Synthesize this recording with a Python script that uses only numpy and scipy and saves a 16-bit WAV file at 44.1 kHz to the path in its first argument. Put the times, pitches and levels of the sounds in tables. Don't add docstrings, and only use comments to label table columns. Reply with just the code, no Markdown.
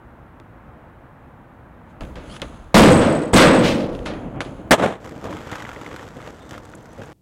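import sys
import numpy as np
from scipy import signal
from scipy.fft import rfft, irfft, next_fast_len
from scipy.io import wavfile
from scipy.ndimage import uniform_filter1d, map_coordinates

SR = 44100
rng = np.random.default_rng(int(sys.argv[2]) if len(sys.argv) > 2 else 0)


def convert_level_to_amplitude(level_db):
    exponent = np.asarray(level_db, float) / 20
    return 10 ** exponent


def inscribe(sig):
    pcm = np.round(np.clip(np.atleast_2d(sig).T, -1, 1) * 32767)
    wavfile.write(sys.argv[1], SR, pcm.astype(np.int16))


N = 317981

# start in seconds, level in dB, ring length factor,
# brightness in dB per octave, rise in seconds.
BOOMS = [(2.7432, 6, 0.56, -0.5, 0.00069), (2.775, -7.5, 1, 2.5, .002), (3.0, -14, 0.84, 0.5, 0.019),
         (3.333, -4.5, 1, -0.5, 0.0011), (3.358, -5, 0.78, 4, 0.004), (3.41, -9.5, 0.62, 4.5, 0.011),
         (3.53, -21.5, 1, 2, .01), (3.635, -25.5, 0.99, -4, 0.02)]
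# frequency in Hz, relative density at the blow in dB per Hz.
STEEL_SPECTRUM = [(25, -30), (110, 3.5), (190, 6.5), (300, 9), (394, -3.5), (490, 8.5), (620, 2),
                  (750, -2.5), (1370, -6.5), (3500, -16.5), (5900, -26), (15000, -45)]
# frequency in Hz, t60 in seconds.
STEEL_T60 = [(40, 1.39), (200, 1.58), (500, 1.51), (1400, 1.02), (3000, 0.67), (8000, 0.24), (15000, 0.049)]
# frequency in Hz, relative level in dB, t60 in seconds at factor 1.
LID_MODES = [(174.3, 3.5, 0.66), (208, -5, 0.38), (317.5, -2, 1.6), (490, -6.5, 1.7), (608, -8.5, 0.26)]
# centre in Hz, width in Hz, time in seconds when it starts to settle.
BUZZ = (8151, 400, 3.77)
# time in seconds, level in dB, t60 in seconds.
BUZZ_STARTS = [(2.76, -20.5, 1.02), (3.335, -20, 0.75)]
# frequency in Hz, relative level in dB.
BUZZ_SIDES = [(6850, -11), (10300, -16)]
# frequency in Hz, relative density in dB per Hz.
CLATTER_SPECTRUM = [(800, -18), (2000, 5.5), (3300, 2), (4600, -3.5), (6000, -8.5), (10500, -20.5),
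                    (13000, -29)]
# time in seconds, level in dB, rise, hold and t60 in seconds.
RATTLE = (3.645, -25, .025, .04, .35)
# start in seconds, relative level in dB,
# ring length factor (floored in use), brightness in dB per octave.
TAPS = [(0.4001, -26.5, 0.065, -4.5), (2.0086, -18, 0.15, 0), (2.035, -26, 0.14, -1.5),
        (2.051, -39, 0.055, 5), (2.1565, -25, 0.73, 1.5), (2.365, -33, 0.11, 7.5), (2.399, -37, 0.11, 5),
        (2.4182, -14, 0.11, 3.5), (3.951, -35, 0.015, 6.5), (3.991, -38, 0.029, 8), (4.0602, -17, 0.6, 3.5),
        (4.361, -28, 0.11, -11), (4.4058, -13, 0.11, 3.5), (4.415, -19, 0.081, 4), (4.449, -25.5, 0.3, 2),
        (4.137, -33, 0.0706, 3)]
# frequency in Hz, relative density in dB per Hz.
CRACK_SPECTRUM = [(600, 7), (1500, 15), (3200, 15), (5300, -10.5), (7500, -21), (10000, -30), (13000, -39),
                  (16000, -57)]

# start in seconds, level in dB before overload, hold and t60 in seconds.
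LANDING = [(4.7085, 10.5, 0.0048, 0.073), (4.733, -11, 0.01, 0.028)]
# frequency in Hz, relative density in dB per Hz, before the tilts.
DECK_SPECTRUM = [(15, -75), (25, -26.5), (153, -1.5), (340, -5.5), (506, -3.5), (660, -5), (950, -11),
                 (1320, -15), (1660, -17.5), (2600, -27.5), (3600, -28.5), (4610, -43), (7710, -41),
                 (16000, -69)]
WALLS_S, WALLS_DB, WALLS_RISE_S, WALLS_HOLD_S, WALLS_T60_S = 4.8, -17.5, 0.062, 0.049, 0.39
WALLS_END_S = 4.95

# time in seconds, roughness in dB.
ROLL = [(5.0, -53), (5.035, -51), (5.045, -43), (5.09, -45), (5.15, -49), (5.33, -39.5), (5.44, -43),
        (5.465, -38), (5.49, -42), (5.52, -36), (5.58, -34.5), (5.64, -41.5), (5.72, -41.5), (6.0, -42),
        (6.13, -49.5), (6.28, -39.5), (6.32, -51), (6.49, -51), (6.54, -37.5), (6.6, -53.5), (6.93, -55.5),
        (7.02, -46), (7.121, -49)]
# time in seconds, rumble level in dB at mean roughness.
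WEIGHT = [(5.0, -38), (5.3, -36.5), (5.6, -44), (6.2, -40.5), (6.6, -41), (6.9, -38), (7.12, -40.5)]
# frequency in Hz, relative density in dB per Hz.
RUMBLE_SPECTRUM = [(15, -59), (25, -27.5), (97, 1.5), (269, -2), (300, 3.5), (378, -5), (469, 0.5),
                   (1000, -14.5), (1300, -48), (2200, -120)]
# frequency in Hz, relative density in dB per Hz.
GRIT_SPECTRUM = [(470, -33), (800, 5), (1070, 3), (1310, 5), (2000, -1), (2550, -6), (3150, -7.5),
                 (3620, -10), (4000, -20.5), (5200, -43), (8800, -120)]
# frequency in Hz, relative density in dB per Hz.
HISS_SPECTRUM = [(1760, -38), (3000, -4), (4570, -6.5), (6860, -6), (8000, -8.5), (8820, -17), (12600, -17),
                 (13700, -24), (16000, -27.5)]
# start in seconds, relative level in dB, knock pitch in Hz, relative treble in dB.
STONES = [(5.044, -30, 1400, -3), (5.0742, -28.5, 1240, -7.5), (5.0928, -31, 1190, -0.5),
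          (5.242, -23.5, 1110, -4.5), (5.264, -23.5, 1200, -36), (5.285, -24, 950, -23),
          (5.309, -34, 805, -5), (5.326, -21.5, 997, -13), (5.368, -21, 1260, -13),
          (5.503, -23, 1414, -26.5), (5.515, -29, 1310, 4.5), (5.5301, -19, 2090, -24),
          (5.5553, -23, 1600, -4), (5.6027, -22, 1926, -13), (5.623, -21, 1880, -10),
          (5.651, -20, 1990, -27), (5.6656, -25, 1580, -22), (5.6904, -17.5, 1420, -15),
          (5.7152, -25, 1415, -13), (5.762, -23, 1994, -25.5), (5.814, -25, 1353, -7),
          (5.8629, -19, 2083, -13), (5.914, -24.5, 1904, -24.5), (5.9619, -23.5, 1430, -2.5),
          (5.994, -27, 1870, -21), (6.0254, -29, 1400, -16), (6.087, -33, 1420, 0.5),
          (6.203, -28, 1250, -20), (6.493, -41, 1290, 10.5), (6.509, -29, 1830, 2.5),
          (6.5302, -31, 1318, -2), (6.5787, -24, 1280, -7), (6.6513, -33, 1350, -4),
          (6.7366, -24.5, 1440, -24.5), (6.856, -34.5, 1470, -2), (6.976, -38, 1430, -20),
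          (7.0188, -28, 1530, -18.5)]
RUMBLE_FOLLOWS, HISS_FOLLOWS = 0.61, 0.59
HISS_DB = -57
GRAIN = .75
SCRATCH_T60_S, KNOCK_T60_CYCLES = 0.021, 28.4
PEBBLES, PEBBLE_OVER_GRIT_DB, PEBBLE_SCATTER_DB = 700, -0.5, 1
PEBBLE_HZ, PEBBLE_LOG_SPREAD, PEBBLE_TREBLE_DB = 1750, 0.438, -11

# time in seconds, level in dB, rise and t60 in seconds.
SCUFFS = [(1.91, -64, 0.092, .1), (2.016, -50.5, 0.0083, 0.38), (2.372, -45, 0.27, 0.061),
          (2.42, -50.5, 0.0079, 0.98), (3.94, -54.5, 0.076, 1), (4.057, -41, 0.0046, 0.14),
          (4.406, -38, 0.0046, 0.14)]
# frequency in Hz, relative density in dB per Hz.
SCUFF_SPECTRUM = [(710, -29), (1200, -2.5), (1280, -1.5), (1720, -13.5), (3320, -12.5), (5650, -26.5),
                  (6440, -17), (9010, -28), (10100, -19), (11300, -40.5), (16000, -45)]
# start and hold in seconds, level in dB, t60 in seconds after the hold.
DRUMMING = [(2.026, 0.48, -42, 0.96), (3.857, 0.067, -56, 0.86), (4.085, 0.27, -31.5, 3.4)]
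# frequency in Hz, relative density in dB per Hz.
DRUM_SPECTRUM = [(15, -43), (25, 0.5), (300, 2), (401, -7), (636, -6.5), (1010, -16.5), (1840, -29.5),
                 (2500, -30), (3250, -35.5), (5500, -120)]
# time in seconds, level in dB.
FLEXES = [(2.02, -30.5), (2.43, -41.5), (2.75, -40.5), (3.93, -34.5), (4.45, -48), (4.69, -43)]
# frequency in Hz, relative density in dB per Hz.
THUD_SPECTRUM = [(15, -28.5), (35, 3.5), (70, -2), (130, -14.5), (300, -59)]
LINGER_DB, LINGER_T60_S = -11, 1.14
FLEX_RISE_S, FLEX_T60_S, DRUM_RISE_S = 0.037, 1.2, 0.043
TAKE_OFF_S = 4.7

RASP_S, RASP_DB, RASP_RISE_S, RASP_HOLD_S, RASP_T60_S = 2.31, -49, .04, 0.055, 0.04
RASP_HZ, RASP_HZ_PER_S = 3020, 7000

# centre and width in Hz, level in dB, hold in seconds.
WHISTLE = [(3620, 460, -63.5, 0.2), (6040, 400, -71, 0.6), (8300, 600, -66, .12)]
WHISTLE_S, WHISTLE_RISE_S, WHISTLE_T60_S = 6.36, 0.0507, .5
# time in seconds, level in dB.
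TICKS = [(6.6532, -41), (6.698, -51), (6.752, -44), (6.826, -53), (6.931, -48), (7.058, -48)]
# frequency in Hz, relative density in dB per Hz.
TICK_SPECTRUM = [(4500, -40), (6500, 6), (8000, 0), (11000, -4), (14000, -26)]
TICK_T60_S = 0.016

# frequency in Hz, relative density in dB per Hz.
TRAFFIC_SPECTRUM = [(15, -35), (25, -21.5), (53, -4.5), (165, -9.5), (201, -14.5), (235, -9.5),
                    (268, -13.5), (357, -15), (382, -21.5), (477, -17.5), (887, -18), (1610, -24),
                    (4010, -49.5), (5000, -64.5), (6500, -76), (11000, -120)]
END_S = 7.129


def unit(x):
    return x / np.sqrt(np.mean(x ** 2) + 1e-20)


def along(points, hz):
    f, v = np.transpose(points)
    return np.interp(np.log(hz + 1), np.log(f + 1), v)


def curves(rows):
    s, *cols = np.transpose([*rows, (rows[-1][0] + .012, *rows[-1][1:])])
    return [np.interp(np.arange(N) / SR, s, c, -120, -120) for c in cols]


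def wobble(rate_hz):
    knots = rng.standard_normal(int(N * rate_hz / SR) + 4)
    return unit(map_coordinates(knots, [np.arange(N) * rate_hz / SR]))


def coloured(x, spectrum):
    m = next_fast_len(N + 8192)
    gain = convert_level_to_amplitude(along(spectrum, np.fft.rfftfreq(m, 1 / SR)))
    return unit(irfft(rfft(x, m) * gain, m)[:N])


def noise(spectrum, lumpy_db, rate_hz):
    return coloured(rng.standard_normal(N) * convert_level_to_amplitude(lumpy_db * wobble(rate_hz)), spectrum)


def add(out, s, x):
    part = out[round(s * SR):][:len(x)]
    part += x[:len(part)]


def swell(s, rise_s, hold_s, t60_s):
    t = np.arange(N) / SR - s
    attack = np.clip(1 + t / max(rise_s, 1e-3), 0, 1) ** 2
    return attack * np.exp(-np.log(1000) * np.maximum(t - hold_s, 0) / max(t60_s, .01))


def steel_ring(length, bright_db, rise_s, modes_db):
    lead = 1024
    burst = rng.standard_normal(lead + int(SR * min(2 * length, 2)))
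    hz, t, z = signal.stft(burst, SR, nperseg=512)
    shape = convert_level_to_amplitude(along(STEEL_SPECTRUM, hz) + bright_db * np.log2((hz + 1) / 500))
    t60_s = length * along(STEEL_T60, hz)
    fade = convert_level_to_amplitude(-60 * np.maximum(t - lead / SR, 0) / t60_s[:, None])
    ring = signal.istft(z * fade * shape[:, None], SR, nperseg=512)[1][lead:]
    ring = ring / np.sqrt(np.mean(shape ** 2))
    t = np.arange(len(ring)) / SR
    for mode_hz, db, mode_t60_s in LID_MODES:
        gain = convert_level_to_amplitude(modes_db + db + rng.normal(0, 3) - 60 * t / (length * mode_t60_s))
        ring = ring + gain * np.sin(2 * np.pi * (mode_hz * rng.normal(1, .03) * t + rng.random()))
    return ring * np.minimum(t / rise_s, 1)


def booms():
    out = np.zeros(N)
    for s, db, length, bright_db, rise_s in BOOMS:
        add(out, s, convert_level_to_amplitude(db) * steel_ring(length, bright_db, max(rise_s, 1e-4), modes_db=-11.5))
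    return out


def panel_buzz(energy):
    centre_hz, width_hz, settles_s = BUZZ
    loose = sum(convert_level_to_amplitude(db) * swell(s, .01, 0, t60_s) for s, db, t60_s in BUZZ_STARTS)
    loose = loose * swell(0, 0, settles_s, .3)
    band = [(4000, -50)]
    for hz, db in sorted(BUZZ_SIDES + [(centre_hz, 0)]):
        for widths, drop_db in ((-1.4, 12), (-.5, 2), (.5, 2), (1.4, 14)):
            band.append((hz + widths * width_hz, db - drop_db))
    band.append((14000, -45))
    energy_db = 10 * np.log10(energy + 1e-9)
    chatter = .62 + .38 * np.tanh(2 * (wobble(70) + (energy_db + 25) / 8))
    return loose * chatter * noise(band, lumpy_db=3, rate_hz=150)


def fittings(energy):
    s, db, *shape = RATTLE
    gain = convert_level_to_amplitude(-19) * energy ** 0.63 + convert_level_to_amplitude(db) * swell(s, *shape)
    return gain * noise(CLATTER_SPECTRUM, lumpy_db=1.0, rate_hz=280)


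def light_taps():
    out = np.zeros(N)
    crack, t = coloured(rng.standard_normal(N), CRACK_SPECTRUM), np.arange(999) / SR
    push = (1 - t / .0002) * np.exp(-t / .0002)
    for s, db, length, bright_db in TAPS:
        add(out, s, convert_level_to_amplitude(db - 12.0) * steel_ring(max(length, .02), bright_db, 0.00049, modes_db=-13.5))
        crack_gain = convert_level_to_amplitude(db - 10.5 + 1.85 * bright_db - 60 * t / 0.012)
        add(out, s, crack_gain * crack[round(s * SR):][:999])
        add(out, s, -convert_level_to_amplitude(db - 8 + np.clip(.6 * bright_db, -8, 0)) * push)
    return signal.sosfilt(signal.butter(4, 10500, fs=SR, output="sos"), out)


def cabinet():
    boom = booms()
    energy = np.abs(uniform_filter1d(boom ** 2, size=400, origin=199))
    return boom + panel_buzz(energy) + fittings(energy) + light_taps()


def landing():
    smack, t = np.zeros(N), np.arange(SR // 4) / SR
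    for s, db, hold_s, t60_s in LANDING:
        add(smack, s, convert_level_to_amplitude(db - 60 * np.maximum(t - hold_s, 0) / t60_s) * np.minimum(t / 0.0024, 1))
    bright = [(hz, db + 2.8 * np.log2(hz / 500)) for hz, db in DECK_SPECTRUM]
    return smack * noise(bright, lumpy_db=1, rate_hz=200)


def yard_walls():
    far = [(hz, db + 1.0 * np.log2(hz / 500)) for hz, db in DECK_SPECTRUM]
    gain = convert_level_to_amplitude(WALLS_DB) * swell(WALLS_S, WALLS_RISE_S, WALLS_HOLD_S, WALLS_T60_S)
    return gain * swell(0, 0, WALLS_END_S, 0.4) * noise(far, lumpy_db=2.2, rate_hz=160)


def random_pebbles(grit_db):
    times = rng.uniform(ROLL[2][0], ROLL[-1][0], PEBBLES)
    rows = []
    for s, (a, b, c) in zip(times, rng.standard_normal((PEBBLES, 3))):
        db = grit_db[round(s * SR)] + PEBBLE_OVER_GRIT_DB + PEBBLE_SCATTER_DB * a
        hz = PEBBLE_HZ * np.exp(PEBBLE_LOG_SPREAD * np.clip(b, -2, 1.5))
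        rows.append((s, db, hz, PEBBLE_TREBLE_DB + 3 * c))
    return rows


def stone_knocks(grit_db):
    out, t = np.zeros(N), np.arange(SR // 12) / SR
    grit = coloured(rng.standard_normal(N), GRIT_SPECTRUM)
    hiss = coloured(rng.standard_normal(N), HISS_SPECTRUM)
    for s, db, hz, treble_db in STONES + random_pebbles(grit_db):
        now = slice(round(s * SR), round(s * SR) + len(t))
        tones = np.sin(2 * np.pi * hz * t) + 0.25 * np.sin(2 * np.pi * 1.68 * hz * t)
        knock = 0.62 * convert_level_to_amplitude(-60 * t * hz / KNOCK_T60_CYCLES) * tones
        scratch = 0.26 * convert_level_to_amplitude(-60 * t / SCRATCH_T60_S) * (grit[now] + convert_level_to_amplitude(treble_db) * hiss[now])
        add(out, s, convert_level_to_amplitude(db) * (knock + scratch) * np.minimum(t / .0005, 1))
    return out


def rolling():
    grit_db, = curves(ROLL)
    swing_db = grit_db - np.mean(ROLL, axis=0)[1]
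    bumps_db = 4.8 * wobble(350) + 0.62 * np.tanh(wobble(70))
    rumble_gain = convert_level_to_amplitude(curves(WEIGHT)[0] + RUMBLE_FOLLOWS * swing_db + .5 * bumps_db)
    rumble = rumble_gain * noise(RUMBLE_SPECTRUM, lumpy_db=2.5, rate_hz=40)
    grain = convert_level_to_amplitude(GRAIN * bumps_db)
    grit = convert_level_to_amplitude(grit_db - 2.5) * coloured(rng.standard_normal(N) * grain, GRIT_SPECTRUM)
    hiss_gain = convert_level_to_amplitude(HISS_DB + HISS_FOLLOWS * swing_db)
    hiss = hiss_gain * coloured(rng.standard_normal(N) * grain, HISS_SPECTRUM)
    return (rumble + grit + hiss + stone_knocks(grit_db)) * swell(ROLL[0][0], .02, N, 1)


def shuffle():
    scuff = np.zeros(N)
    for s, db, rise_s, t60_s in SCUFFS:
        linger = convert_level_to_amplitude(LINGER_DB) * swell(s, rise_s, 0, LINGER_T60_S)
        scuff += convert_level_to_amplitude(db) * (swell(s, rise_s, 0, t60_s) + linger)
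    drum = sum(convert_level_to_amplitude(db) * swell(s, DRUM_RISE_S, hold_s, t60_s) for s, hold_s, db, t60_s in DRUMMING)
    flex = sum(convert_level_to_amplitude(db) * swell(s, FLEX_RISE_S, 0, FLEX_T60_S) for s, db in FLEXES)
    out = scuff * noise(SCUFF_SPECTRUM, lumpy_db=1.0, rate_hz=190)
    out += drum * noise(DRUM_SPECTRUM, lumpy_db=2.0, rate_hz=30)
    out += flex * noise(THUD_SPECTRUM, lumpy_db=0, rate_hz=9)
    return out * swell(0, 0, TAKE_OFF_S, .05)


def rasp():
    hz = RASP_HZ + RASP_HZ_PER_S * np.clip(np.arange(N) / SR - RASP_S, -RASP_RISE_S, RASP_HOLD_S)
    turn = 2 * np.pi * np.cumsum(hz * (1 + 0.07 * wobble(1500))) / SR
    upper_hz = 1.5 * hz ** 2 / RASP_HZ
    upper = 2 * np.pi * np.cumsum(upper_hz * (1 + .08 * wobble(1500))) / SR
    gain = convert_level_to_amplitude(RASP_DB + 3.3 * wobble(200)) * swell(RASP_S, RASP_RISE_S, RASP_HOLD_S, RASP_T60_S)
    return gain * (np.sin(turn) + 0.49 * np.sin(upper) + 0.32 * np.sin(3.0 * turn))


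def whistle():
    out = np.zeros(N)
    for hz, width_hz, db, hold_s in WHISTLE:
        band = [(hz - 2 * width_hz, -40), (hz, 0), (hz + 2 * width_hz, -40)]
        gain = convert_level_to_amplitude(db) * swell(WHISTLE_S, WHISTLE_RISE_S, hold_s, WHISTLE_T60_S)
        out += gain * noise(band, lumpy_db=5.0, rate_hz=50)
    return out


def grit_ticks():
    gain = sum(convert_level_to_amplitude(db) * swell(s, 0, 0, TICK_T60_S) for s, db in TICKS)
    return gain * noise(TICK_SPECTRUM, lumpy_db=3.5, rate_hz=200)


def far_traffic():
    return convert_level_to_amplitude(-44.5) * noise(TRAFFIC_SPECTRUM, lumpy_db=.4, rate_hz=4)


def scene():
    skater = cabinet() + shuffle() + rasp() + landing() + yard_walls()
    wheels = rolling() + whistle() + grit_ticks()
    return (skater + wheels + far_traffic())[None]


def roll_off(x):
    return signal.sosfilt(signal.butter(12, 16700, fs=SR, output="sos"), x)


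def record(dry):
    top, hardness = .5, 8
    x = dry / (1 + np.abs(dry / top) ** hardness) ** (1 / hardness)
    dull = signal.sosfilt(signal.butter(2, 400, fs=SR, output="sos"), x)
    x = np.where(np.arange(N) / SR < END_S, x, convert_level_to_amplitude(-13.5) * dull)
    x = x + convert_level_to_amplitude(-74.5) * rng.standard_normal(N)
    m = next_fast_len(N)
    passband = np.fft.rfftfreq(m, 1 / SR) < 15900
    mix = irfft(rfft(x, m) * passband, m)[:, :N]
    return roll_off(mix)


dry = scene()
out = record(dry)
inscribe(out)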